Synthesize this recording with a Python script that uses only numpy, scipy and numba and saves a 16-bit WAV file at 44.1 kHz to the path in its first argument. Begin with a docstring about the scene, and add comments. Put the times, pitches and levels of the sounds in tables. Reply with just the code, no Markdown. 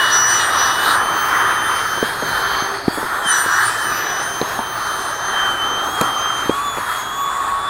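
"""A small battery pump whines: an eight-blade impeller gives blade harmonics whose pitch lags each new load.
It is held against the valve of an air pad on a lawn and runs faster when the outlet is blocked.
Air roars in the nozzle and hisses past the fingers as filtered noise; the nearly shut outlet whistles.
The valve flap pops as damped pressure pulses and the nozzle ticks on the rim as short ringing modes.
Far off lie a soft rumble and a mains hum, with puffs of wind on the one close microphone."""
import sys
import numpy as np
from scipy import signal
from scipy.fft import rfft, irfft, next_fast_len
from scipy.io import wavfile
from scipy.ndimage import uniform_filter1d
from numba import njit

SR = 44100
rng = np.random.default_rng(int(sys.argv[2]) if len(sys.argv) > 2 else 0)


def voltage_ratio(level):
    """Linear amplitude factor for a level in decibels (scalar or array-like)."""
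    return 10 ** (np.asarray(level, float) / 20)


def to_wav(s):
    """Save 16-bit WAV."""
    ch = np.atleast_2d(s).T  # columns
    pcm = np.round(np.clip(ch, -1, 1) * 32767)  # PCM
    wavfile.write(sys.argv[1], SR, pcm.astype(np.int16))


N = 339129
TIME = np.arange(N) / SR  # [s]


def level(x):
    """Normalisation of signal power: scales to rms 1."""
    return x / np.sqrt(np.mean(x ** 2))


def columns(table):
    """Linear interpolation in time: each column after the first as a value per sample."""
    s, *cols = np.transpose(table)
    return [np.interp(TIME, s, c) for c in cols]


def walk(rate):
    """Band-limited random modulation: levels held 1 / rate s and slewed twice; spread near 1."""
    hold_ms = int(1000 / rate)
    steps = np.repeat(rng.standard_normal(int(TIME[-1] * 1000) // hold_ms + 2), hold_ms)
    slow = 1.483 * uniform_filter1d(uniform_filter1d(steps, hold_ms), hold_ms)
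    return np.interp(TIME, np.arange(len(slow)) / 1000, slow)


def tone(hz):
    """Frequency modulation: a sine of rms 1 whose phase is the integral of a moving pitch."""
    return np.sqrt(2) * np.sin(2 * np.pi * (np.cumsum(hz) / SR + rng.random()))


def colour_db(points, hz):
    """Spectral density at hz, interpolated in dB over logarithmic frequency."""
    f, db = np.transpose(points)
    return np.interp(np.log(hz), np.log(f), db)


def bands(points, centres):
    """Filter-bank analysis: coloured noise of rms 1 cut into overlapping bands that sum to the whole."""
    size = 2 * next_fast_len(N // 2 + 1)
    hz = np.arange(1, size // 2 + 2) * SR / size
    spectrum = rfft(rng.standard_normal(size)) * voltage_ratio(colour_db(points, hz))
    spectrum /= np.sqrt(np.mean(irfft(spectrum) ** 2))
    for row in np.eye(len(centres)):
        triangle = np.interp(np.log(hz), np.log(centres), row)
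        yield irfft(spectrum * triangle)[:N]


@njit
def resonance(x, hz, width):
    """Second-order resonance: a state-variable band-pass with a moving centre and a width in Hz."""
    y, band, low = np.empty(len(x)), 0., 0.
    for i in range(len(x)):
        g, damping = np.tan(np.pi * hz[i] / SR), width / hz[i]
        v = (band + g * (x[i] - low)) / (1 + g * (g + damping))
        band, low, y[i] = 2 * v - band, low + 2 * g * v, damping * v
    return y


def add(out, s, sound):
    """Linear superposition: mixes a short sound in at a time s."""
    i = int(s * SR)
    out[i:i + len(sound)] += sound[:N - i]


def blade_rate():
    """Rotor inertia: two first-order lags between load and speed, with a small random waver; in Hz."""
    # each change of grip sets a new load; the tighter the outlet is shut, the faster the impeller:
    # (time [s], blade rate it settles to [Hz])
    load = [(0.0, 2941), (0.237, 2972), (0.347, 2900), (0.464, 2952), (0.686, 2974), (0.894, 2990),
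            (0.969, 3118), (1.514, 3110), (1.993, 3230), (2.191, 3104), (2.368, 3140), (2.658, 3184),
            (2.858, 3404), (2.963, 3163), (3.114, 3170), (3.246, 2917), (3.359, 2990), (3.41, 2927),
            (3.554, 3033), (3.668, 3136), (3.794, 2986), (3.964, 2983), (4.157, 3120), (4.387, 3236),
            (4.539, 3110), (4.764, 3116), (5.186, 3125), (5.462, 3060), (5.61, 3127), (5.756, 3158),
            (5.854, 3310), (5.942, 3140), (6.163, 3150), (6.478, 3450), (6.599, 3520), (6.644, 3410),
            (6.753, 3274), (6.904, 3310), (7.083, 3413), (7.205, 3439), (7.496, 3467)]
    inertia_s = .0324  # time constant of each lag
    s, settle_hz = np.transpose(load)
    target = settle_hz[np.maximum(np.searchsorted(s, TIME) - 1, 0)] - settle_hz[0]
    keep = np.exp(-1 / (inertia_s * SR))
    once = signal.lfilter([1 - keep], [1, -keep], target)
    hz = signal.lfilter([1 - keep], [1, -keep], once) + settle_hz[0]
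    return hz * (1 + .0006 * walk(40) + .0005 * walk(8))


def rotor():
    """Blade-passing tones: harmonics and shaft orders, each wavering in level in the turbulent inflow."""
    # blade tone and its harmonics, each shaded in its own way as hands and pump move:
    # (time [s], mean level [dB])
    blade_db = [(0.0, -23), (0.28, -33.5), (0.42, -23.5), (0.45, -29), (0.475, -43), (0.52, -32.5),
                (0.78, -28.0), (0.94, -33), (0.98, -41), (1.02, -32.5), (1.15, -31.5), (2.01, -30.5),
                (2.13, -40.5), (2.49, -29.5), (2.7, -39), (2.85, -58), (2.88, -45), (2.95, -40.0),
                (3.01, -47), (3.2, -50), (3.27, -23.5), (3.39, -39), (3.56, -39.5), (3.83, -31.5),
                (3.9, -37), (3.94, -47.0), (3.98, -35.0), (4.14, -40.5), (4.36, -32.0), (4.44, -42),
                (4.48, -40), (4.52, -41), (4.57, -47), (4.63, -36), (5.28, -37), (5.36, -23), (5.47, -22),
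                (5.56, -26.5), (5.62, -22), (5.93, -31.5), (6.29, -24), (6.6, -38.5), (6.69, -30),
                (6.77, -33), (6.81, -45), (6.88, -37), (7.24, -35.0), (7.54, -43.5), (7.69, -32.5)]
    second_db = [(0.0, -32), (0.07, -28), (0.095, -39), (0.13, -17), (0.36, -18.5), (0.5, -35), (0.58, -21),
                 (0.64, -21.5), (0.73, -27), (0.8, -45), (0.86, -42), (0.92, -41), (1.14, -34.5),
                 (1.65, -35), (2.0, -33.5), (2.1, -45), (2.13, -58), (2.19, -39), (2.28, -35), (2.61, -34),
                 (2.86, -51), (2.99, -42), (3.03, -46), (3.22, -42.0), (3.33, -22.5), (3.47, -40),
                 (3.56, -26.0), (3.74, -44.0), (3.87, -33), (4.38, -31.5), (4.67, -39.5), (5.34, -33.5),
                 (5.57, -41.5), (5.74, -32), (5.93, -39), (5.98, -43), (6.05, -35), (6.12, -37),
                 (6.21, -31.5), (6.48, -38.5), (6.54, -50), (6.61, -37.0), (6.84, -42.0), (6.89, -50.0),
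                 (6.98, -38), (7.23, -38.5), (7.5, -47), (7.56, -58), (7.62, -47), (7.69, -58.5)]
    third_db = [(0.0, -38), (0.12, -40), (0.23, -47), (0.3, -29.5), (0.67, -37.0), (0.72, -35),
                (0.96, -25.5), (1.08, -39.5), (1.65, -37), (2.19, -43.5), (2.32, -40), (2.86, -53),
                (3.01, -41), (3.24, -44), (3.31, -17.0), (3.35, -34), (3.41, -23.5), (3.51, -44),
                (3.67, -21.5), (3.75, -42), (3.87, -30), (4.02, -49), (4.28, -36), (4.4, -43), (4.49, -56),
                (4.57, -41), (5.08, -36.5), (5.2, -47.0), (5.29, -39), (5.53, -50.0), (5.65, -46),
                (5.73, -55.0), (5.77, -46), (5.89, -55.5), (6.06, -40.5), (6.27, -50), (6.48, -39),
                (6.53, -55.0), (6.59, -44.0), (6.7, -50), (6.87, -38.5), (7.04, -44.5), (7.14, -60.5),
                (7.29, -59), (7.61, -65), (7.69, -66)]
    fourth_db = [(0.0, -44.0), (0.33, -47.0), (0.42, -61), (0.46, -60), (0.86, -38.5), (1.09, -64.0),
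                 (1.19, -55), (1.29, -62), (1.47, -49.0), (2.57, -55.0), (2.81, -67.5), (2.97, -56),
                 (3.24, -51.0), (3.42, -34), (3.5, -45), (3.62, -34), (3.77, -50.5), (4.13, -38),
                 (4.31, -62.0), (4.55, -45), (4.64, -60.0), (5.47, -59.0), (5.59, -53.0), (6.27, -64),
                 (6.48, -43), (6.52, -65.0), (6.6, -55), (6.9, -68), (7.18, -47), (7.69, -67)]
    fifth_db = [(0.0, -56), (0.21, -38), (0.68, -51.0), (0.74, -46.0), (1.01, -57.0), (1.21, -41),
                (1.4, -55), (2.02, -46), (2.07, -66), (2.23, -63.0), (2.29, -39.0), (2.34, -47),
                (2.58, -54), (3.24, -63.0), (3.38, -41), (4.05, -61), (4.38, -43), (4.46, -63.0),
                (4.77, -44.0), (4.91, -63), (5.76, -57.0), (5.85, -44.0), (5.91, -58.0), (7.69, -62.0)]
    # sidebands five shaft orders above blade harmonics: (multiple of shaft rate [-], mean level [dB])
    shaft = [(21, -60), (29, -59)]
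    # unbalance tone while the housing presses on the valve, over its idle level:
    # (start [s], length [s], level [dB])
    presses = [(2.04, 0.34, -45), (2.36, 0.49, -37.5)]
    idle_db, fade_s = -50, 0.087

    hz = blade_rate()
    shaft_hz = hz / 8
    out = np.zeros(N)
    waver_dbs = 1.6, 1.9, 2.2, 3.2, 3.5
    tables = blade_db, second_db, third_db, fourth_db, fifth_db
    for k, table, waver_db in zip(range(1, 6), tables, waver_dbs):
        db, = columns(table)
        out += voltage_ratio(db + waver_db * walk(22)) * tone(k * hz)
    for k, db in shaft:
        out += voltage_ratio(db + 4 * walk(5)) * tone(k * shaft_hz)
    unbalance = voltage_ratio(idle_db)
    for s, length, db in presses:
        ramp = np.minimum(TIME - s, s + length - TIME) / fade_s
        unbalance = unbalance + voltage_ratio(db) * np.clip(ramp, 0, 1)
    return out + unbalance * voltage_ratio(1.5 * walk(12)) * tone(shaft_hz)


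def air_levels():
    """Flow-controlled noise power: dB of roar, its low and upper part, leak, fine and top hiss, two flanks."""
    # air through the nozzle: (time [s], roar level [dB], its upper part against the roar [dB])
    flow = [(0.0, -25.5, 1.5), (0.16, -20.5, -1), (0.47, -22, 1.5), (0.56, -17, -7), (0.7, -20.5, -2.5),
            (0.97, -18.5, -4), (1.04, -21.5, -5), (1.27, -19, -3.5), (1.92, -23, 0.5), (2.07, -29.5, 1.5),
            (2.18, -26, -3.0), (2.25, -25.5, 0), (2.61, -23, -1), (2.84, -35, 3), (3.02, -25.0, -0.5),
            (3.2, -28.5, -0.5), (3.32, -21.5, 3), (3.38, -25, 5), (3.5, -21, -1.5), (3.6, -21, 5),
            (3.72, -28, 4), (3.93, -24.5, 0.5), (4.07, -26.5, 5.5), (4.24, -25.5, -2), (4.33, -31.0, 0.5),
            (4.69, -26.5, -3.5), (5.03, -27.0, -3), (5.08, -25, -3.0), (5.17, -28.5, -1.0),
            (5.39, -20.5, -3.0), (5.93, -25.5, -10), (6.03, -19.5, -9), (6.13, -28, -7.0),
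            (6.29, -21.5, -10), (6.41, -25, -6), (6.52, -26, -9), (6.68, -29, -8.5), (6.89, -23.5, -3),
            (7.0, -26, -8), (7.14, -30.0, -8), (7.3, -26, -10.5), (7.69, -27, -9.5)]
    # low part of the roar: (time [s], level [dB])
    low_part = [(0.0, -31.5), (0.63, -27.5), (2.01, -31.0), (2.59, -28.5), (2.9, -32.0), (3.83, -33.5),
                (3.92, -29), (4.52, -32.5), (5.45, -29), (6.56, -33), (6.97, -35.5), (7.69, -33.5)]
    # hiss leaking past the fingers: (time [s], level [dB])
    leak_part = [(0.0, -31), (0.16, -32.5), (0.25, -35), (0.36, -32), (0.42, -28), (0.49, -37.5),
                 (0.62, -30), (0.79, -30.5), (0.91, -24), (0.95, -29), (0.99, -40), (1.1, -40.5),
                 (1.77, -37.5), (1.94, -36), (2.02, -36), (2.57, -32.5), (2.82, -44), (2.92, -41),
                 (3.21, -40), (3.25, -41), (3.32, -31), (3.44, -36.5), (3.64, -31), (3.72, -37),
                 (3.95, -36.5), (4.06, -32.5), (4.32, -40.5), (4.66, -37.5), (5.34, -35.5), (5.54, -41),
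                 (5.79, -37), (5.87, -40), (6.14, -42), (6.55, -40.5), (6.73, -47), (6.91, -39),
                 (7.14, -44), (7.69, -43)]
    # treble: (time [s], fine hiss level [dB], top hiss level [dB])
    treble = [(0.0, -46, -39.5), (0.1, -43, -42), (0.14, -37, -42), (0.4, -36.5, -42), (0.57, -44.5, -41),
              (0.95, -39.5, -41), (1.0, -53, -45), (1.1, -52, -43), (1.25, -48, -38), (1.5, -52, -45),
              (1.91, -48, -42), (2.2, -49, -42.0), (2.65, -50.0, -44.5), (2.83, -51.5, -56),
              (2.95, -39, -40), (3.08, -50, -47), (3.24, -44, -49), (3.29, -36, -41), (3.37, -32, -47),
              (3.46, -38.5, -44), (3.76, -37, -45), (3.9, -47, -41), (4.11, -48, -47), (4.32, -48.5, -47),
              (4.54, -47, -41), (4.65, -53, -45), (5.31, -47.0, -48), (5.51, -45.5, -42), (5.79, -52, -50),
              (5.91, -43, -42.0), (5.97, -39, -45), (6.13, -51, -46), (6.48, -46.5, -51),
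              (6.54, -40, -47.5), (6.73, -49, -49), (6.94, -44, -42.0), (7.14, -45, -51.5),
              (7.69, -43.5, -54)]
    # hiss around the leak: (time [s], level just under the blade tone [dB], level above the leak [dB])
    flanks = [(0.0, -40, -42), (0.22, -41, -32), (0.5, -38, -37.5), (0.64, -36, -29), (0.95, -42, -39),
              (0.99, -40, -44), (1.1, -40, -51), (1.3, -34, -41), (1.64, -37.5, -46), (1.78, -34, -34),
              (2.06, -42, -42.0), (2.6, -38, -45), (2.87, -46, -52), (2.94, -38, -57), (3.02, -45, -46.5),
              (3.21, -46, -56), (3.25, -44, -44), (3.33, -44, -39), (3.64, -44, -41.5), (3.7, -41, -40),
              (4.11, -37.5, -37), (4.65, -43, -43), (5.22, -47.5, -44.5), (5.41, -44, -50),
              (5.89, -46, -50), (6.49, -39.5, -47), (6.66, -42.5, -53.5), (6.85, -39.5, -47.0),
              (7.28, -46, -54.5), (7.38, -45, -55), (7.69, -44, -53.5)]
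    roar, upper = columns(flow)
    return np.array([roar, *columns(low_part), roar + upper, *columns(leak_part),
                     *columns(treble), *columns(flanks)])


def air():
    """Turbulent flow noise shaped by resonances; hands open and cover the paths, and every band flickers."""
    # gap between nozzle and fingers: (time [s], resonance [Hz], share of the leak hiss [dB])
    gap = [(0, 3530, 0), (.16, 3540, 2), (.25, 3700, -19), (.36, 3720, -5), (.42, 3655, 3.5),
           (.63, 3750, 1), (.79, 3650, -2), (.96, 3760, -4), (.99, 4320, -14), (1.7, 4870, -12),
           (2.1, 4245, -7.5), (2.4, 4250, -2), (2.9, 4513, 5.5), (3.2, 4375, -16), (3.55, 4170, -6),
           (4.06, 3700, -6), (4.5, 4000, -9), (5.3, 4184, -7), (5.5, 3680, -12), (6, 3823, -9),
           (7.69, 3590, 1)]
    # pipe resonance of the nozzle: (mean centre [Hz], width [Hz], level against the roar [dB])
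    nozzle = (1267, 118, -4)
    # broadband spectrum of the flow: (frequency [Hz], relative density [dB per Hz])
    air_colour = [(210, -21.5), (350, -10), (547, -11.5), (882, -3), (1250, 1), (1400, -1), (1750, -1.5),
                  (1960, -7), (2130, -18.5), (2450, -18), (2870, -22.5), (3200, -16.5), (3700, -17),
                  (5150, -22.5), (5870, -27.5), (7600, -25.5), (9500, -27.5), (11300, -27.5),
                  (15000, -30.5), (15800, -31)]
    # where each row of air_levels() acts, in the same order: (centre [Hz])
    air_centres = [1250, 700, 1700, 4000, 7800, 12000, 2400, 5150]

    dbs = air_levels()
    gap_hz, gap_db = columns(gap)
    leak = resonance(resonance(rng.standard_normal(N), gap_hz, 650.0), gap_hz, 650.0)
    out = level(leak) * voltage_ratio(dbs[3] + gap_db + 1.5 * walk(20))
    pipe_hz = nozzle[0] * (1 + 0.021 * walk(4.07))
    pipe = resonance(rng.standard_normal(N), pipe_hz, nozzle[1])
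    out += level(pipe) * voltage_ratio(dbs[0] + nozzle[2])

    dbs -= dbs.mean(axis=1, keepdims=True)  # the broadband part follows only departures from the mean
    order = np.argsort(air_centres)
    at = np.log(np.array(air_centres)[order])
    centres = 350 * 2 ** np.arange(0, 5.6, 1 / 6)
    gust_db, flutter_db = 0.74 * walk(14), 0.81 * walk(18)
    for hz, band in zip(centres, bands(air_colour, centres)):
        share = np.array([np.interp(np.log(hz), at, row) for row in np.eye(len(at))])
        # each band drifts slowly at random, most in the treble, which also flutters as one
        drift_db = min(hz / 3000, 1) * (1.5 * walk(4) + flutter_db)
        flicker_db = 1.36 * walk(12) + 1.12 * walk(60)
        out += band * voltage_ratio(-21.5 + share @ dbs[order] + gust_db + drift_db + flicker_db)
    return out


def whistle():
    """Aerodynamic whistling of the stalled nozzle: a breathy, unsteady tone while the outlet is nearly shut."""
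    # one list for each whistle: (time [s], mean pitch [Hz], mean level [dB])
    passages = [
        [(6.49, 1095, -34), (6.51, 1104, -29), (6.594, 1130, -21), (6.63, 1173, -23.5), (6.684, 1130, -20),
         (6.73, 1080, -36)],
        [(7.05, 1060, -38), (7.1, 1082, -31), (7.24, 1130, -22.5), (7.34, 1107, -23.5), (7.39, 1122, -26),
         (7.42, 1094, -24), (7.46, 1115, -32), (7.526, 1115, -21), (7.585, 1110, -24.5), (7.61, 1130, -21.5),
         (7.69, 1134, -21)],
    ]
    out = np.zeros(N)
    for table in passages:
        hz, db = columns(table)
        on = (TIME > table[0][0]) & (TIME < table[-1][0])
        out += on * voltage_ratio(db + 1.8 * walk(40)) * tone(hz * (1 + .007 * walk(70)))
    return out


def pops():
    """Damped free oscillation: the flap bulges, snaps back with a suction peak, overshoots, then rattles."""
    # valve pops: (time [s], pulse level [dB], pitch [Hz], rattle level against the pulse [dB])
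    snaps = [(1.9759, -18, 453, -6), (2.0286, -3, 430, -32), (2.033, -12, 397, -9), (2.2237, -16, 480, -1),
             (2.6239, -16, 273, -36), (2.8819, 1, 286, -35), (2.976, -15, 400, -13),
             (2.9797, -23, 330, -12), (2.983, -16, 400, -9), (3.029, -17.5, 604, -5.5),
             (3.2619, -21.5, 225, -20), (3.463, -15, 432, -18), (4.4153, -5.5, 402, -13.5),
             (4.428, -16, 306, -20), (4.59, -13.5, 568, -7), (5.8862, -23, 435, -28),
             (6.0124, -4, 544, -10.5), (6.0185, -12.5, 430, -24), (6.4591, -21, 207, -6),
             (6.4958, -1.5, 345, -15), (6.773, -16.5, 480, -5.5), (6.784, -19, 520, -12)]
    out, t = np.zeros(N), np.arange(-.01, .05, 1 / SR)
    dull = signal.butter(3, [120, 1100], "bandpass", fs=SR, output="sos")
    for s, db, hz, rattle_db in snaps:
        cycles = t * hz
        spread = np.where(cycles < .25, 0.55, .5)
        fade = np.exp(-((cycles - .25) / spread) ** 2)
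        point = 0.27 * np.exp(-np.abs(cycles - .05) / 0.12)
        swing = np.cos(2 * np.pi * cycles) + 0.26 * np.cos(2 * np.pi * 2.77 * (cycles - .05))
        noise = level(signal.sosfilt(dull, rng.standard_normal(len(t))))
        rattle = voltage_ratio(rattle_db) * noise * (t > 0) * np.exp(-np.abs(t) / 0.014)
        add(out, s + t[0], voltage_ratio(db) * (rattle - point - fade * swing))
    return out


def ticks():
    """Modal excitation by hard plastic contact: a crack and rim modes; where it lands decides which ring."""
    # nozzle on valve rim: (time [s], level before a common 8.5 dB cut [dB], favoured frequency [Hz],
    # spread [octaves])
    contacts = [(2.0285, -11, 1500, 1.4), (2.8798, -6, 1300, 1.3), (4.415, 2, 4000, 0.76),
                (4.592, -6, 960, .8), (6.0123, -2.5, 5010, 3.8), (6.015, -15, 7000, 2.5),
                (6.4968, -13, 2400, .7)]
    # modes of the rim: (frequency [Hz], relative level [dB], 60 dB decay time [s])
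    rim = [(914, 4.5, 0.033), (2450, -3, 0.018), (4000, -5, 0.011), (7000, -1, .007), (10860, 5, 0.0057)]
    out, t = np.zeros(N), np.arange(0, .03, 1 / SR)
    for s, db, near_hz, spread in contacts:
        chance = rng.standard_normal(len(t))
        ring = 0
        for (hz, mode_db, t60), g in zip(rim, chance):
            distance = np.log2(hz / near_hz) / spread
            mode = np.sin(2 * np.pi * hz * t) * 1000. ** (-t / t60)
            ring = ring + voltage_ratio(mode_db - 25 * distance ** 2 + 0.5 * g) * mode
        # the crack weakens as the favoured frequency departs from 11 kHz
        crack_db = -12 * (np.log2(11000 / near_hz) / spread) ** 2
        crack = voltage_ratio(crack_db) * .9 * chance * np.exp(-t / .0015)
        add(out, s, voltage_ratio(db - 8.5) * (ring + crack))
    return out


def lawn():
    """Low-frequency ambient noise: slow distant rumble, the pad booming with the inflow, wind, wavering hum."""
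    # rumble and boom spectrum: (frequency [Hz], relative density [dB per Hz])
    ground_colour = [(12, -42), (20, -23), (107, 3), (201, -1.5), (397, -3), (528, -16), (600, -8),
                     (780, 8.5), (1320, -120)]
    ground_db = -39.5
    # wind on the microphone, over a calm level: (time of the peak [s], length [s], peak level [dB])
    gusts = [(1.75, .4, -52), (2.401, 0.46, -43), (6.046, .15, -56), (6.644, 0.34, -52), (7.6, 0.42, -47)]
    calm_db = -52
    # mains hum: (mean frequency [Hz], mean level [dB])
    mains = (119, -50.5)

    centres = 20 * 2 ** np.arange(0, 5.1, .5)
    inflow_db = air_levels()[1]
    inflow_db = 0.94 * (inflow_db - inflow_db.mean())
    ground = np.zeros(N)
    for hz, band in zip(centres, bands(ground_colour, centres)):
        # the higher the band, up to 250 Hz, the more it follows the inflow
        ground += band * voltage_ratio(2.7 * walk(2.36) + min(hz / 250, 1) * inflow_db)
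    wind = resonance(rng.standard_normal(N), np.full(N, 52.), 30.)
    puffs = voltage_ratio(calm_db)
    for s, length, db in gusts:
        puffs = puffs + voltage_ratio(db) * np.exp(-(2 * (TIME - s) / length) ** 2)
    hum = voltage_ratio(mains[1] + 2.3 * walk(8.9)) * tone(mains[0] * (1 + 0.0251 * walk(9)))
    return voltage_ratio(ground_db) * ground + puffs * level(wind) + hum


def scene():
    """Superposition of all sources, the same in both channels."""
    return np.tile(rotor() + air() + whistle() + pops() + ticks() + lawn(), (2, 1))


def roll_off(x):
    """The treble ends steeply here."""
    return signal.sosfilt(signal.butter(12, 15910, fs=SR, output="sos"), x)


def record(dry):
    """Overload and band limiting: peaks clip at full scale, then an elliptic low-pass cuts the top."""
    top_hz = 15700
    low_pass = signal.ellip(8, .2, 70, top_hz, fs=SR, output="sos")  # ripple, stop-band depth [dB]
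    mix = signal.sosfilt(low_pass, np.clip(dry, -1, 1))
    return roll_off(mix)


dry = scene()
out = record(dry)
to_wav(out)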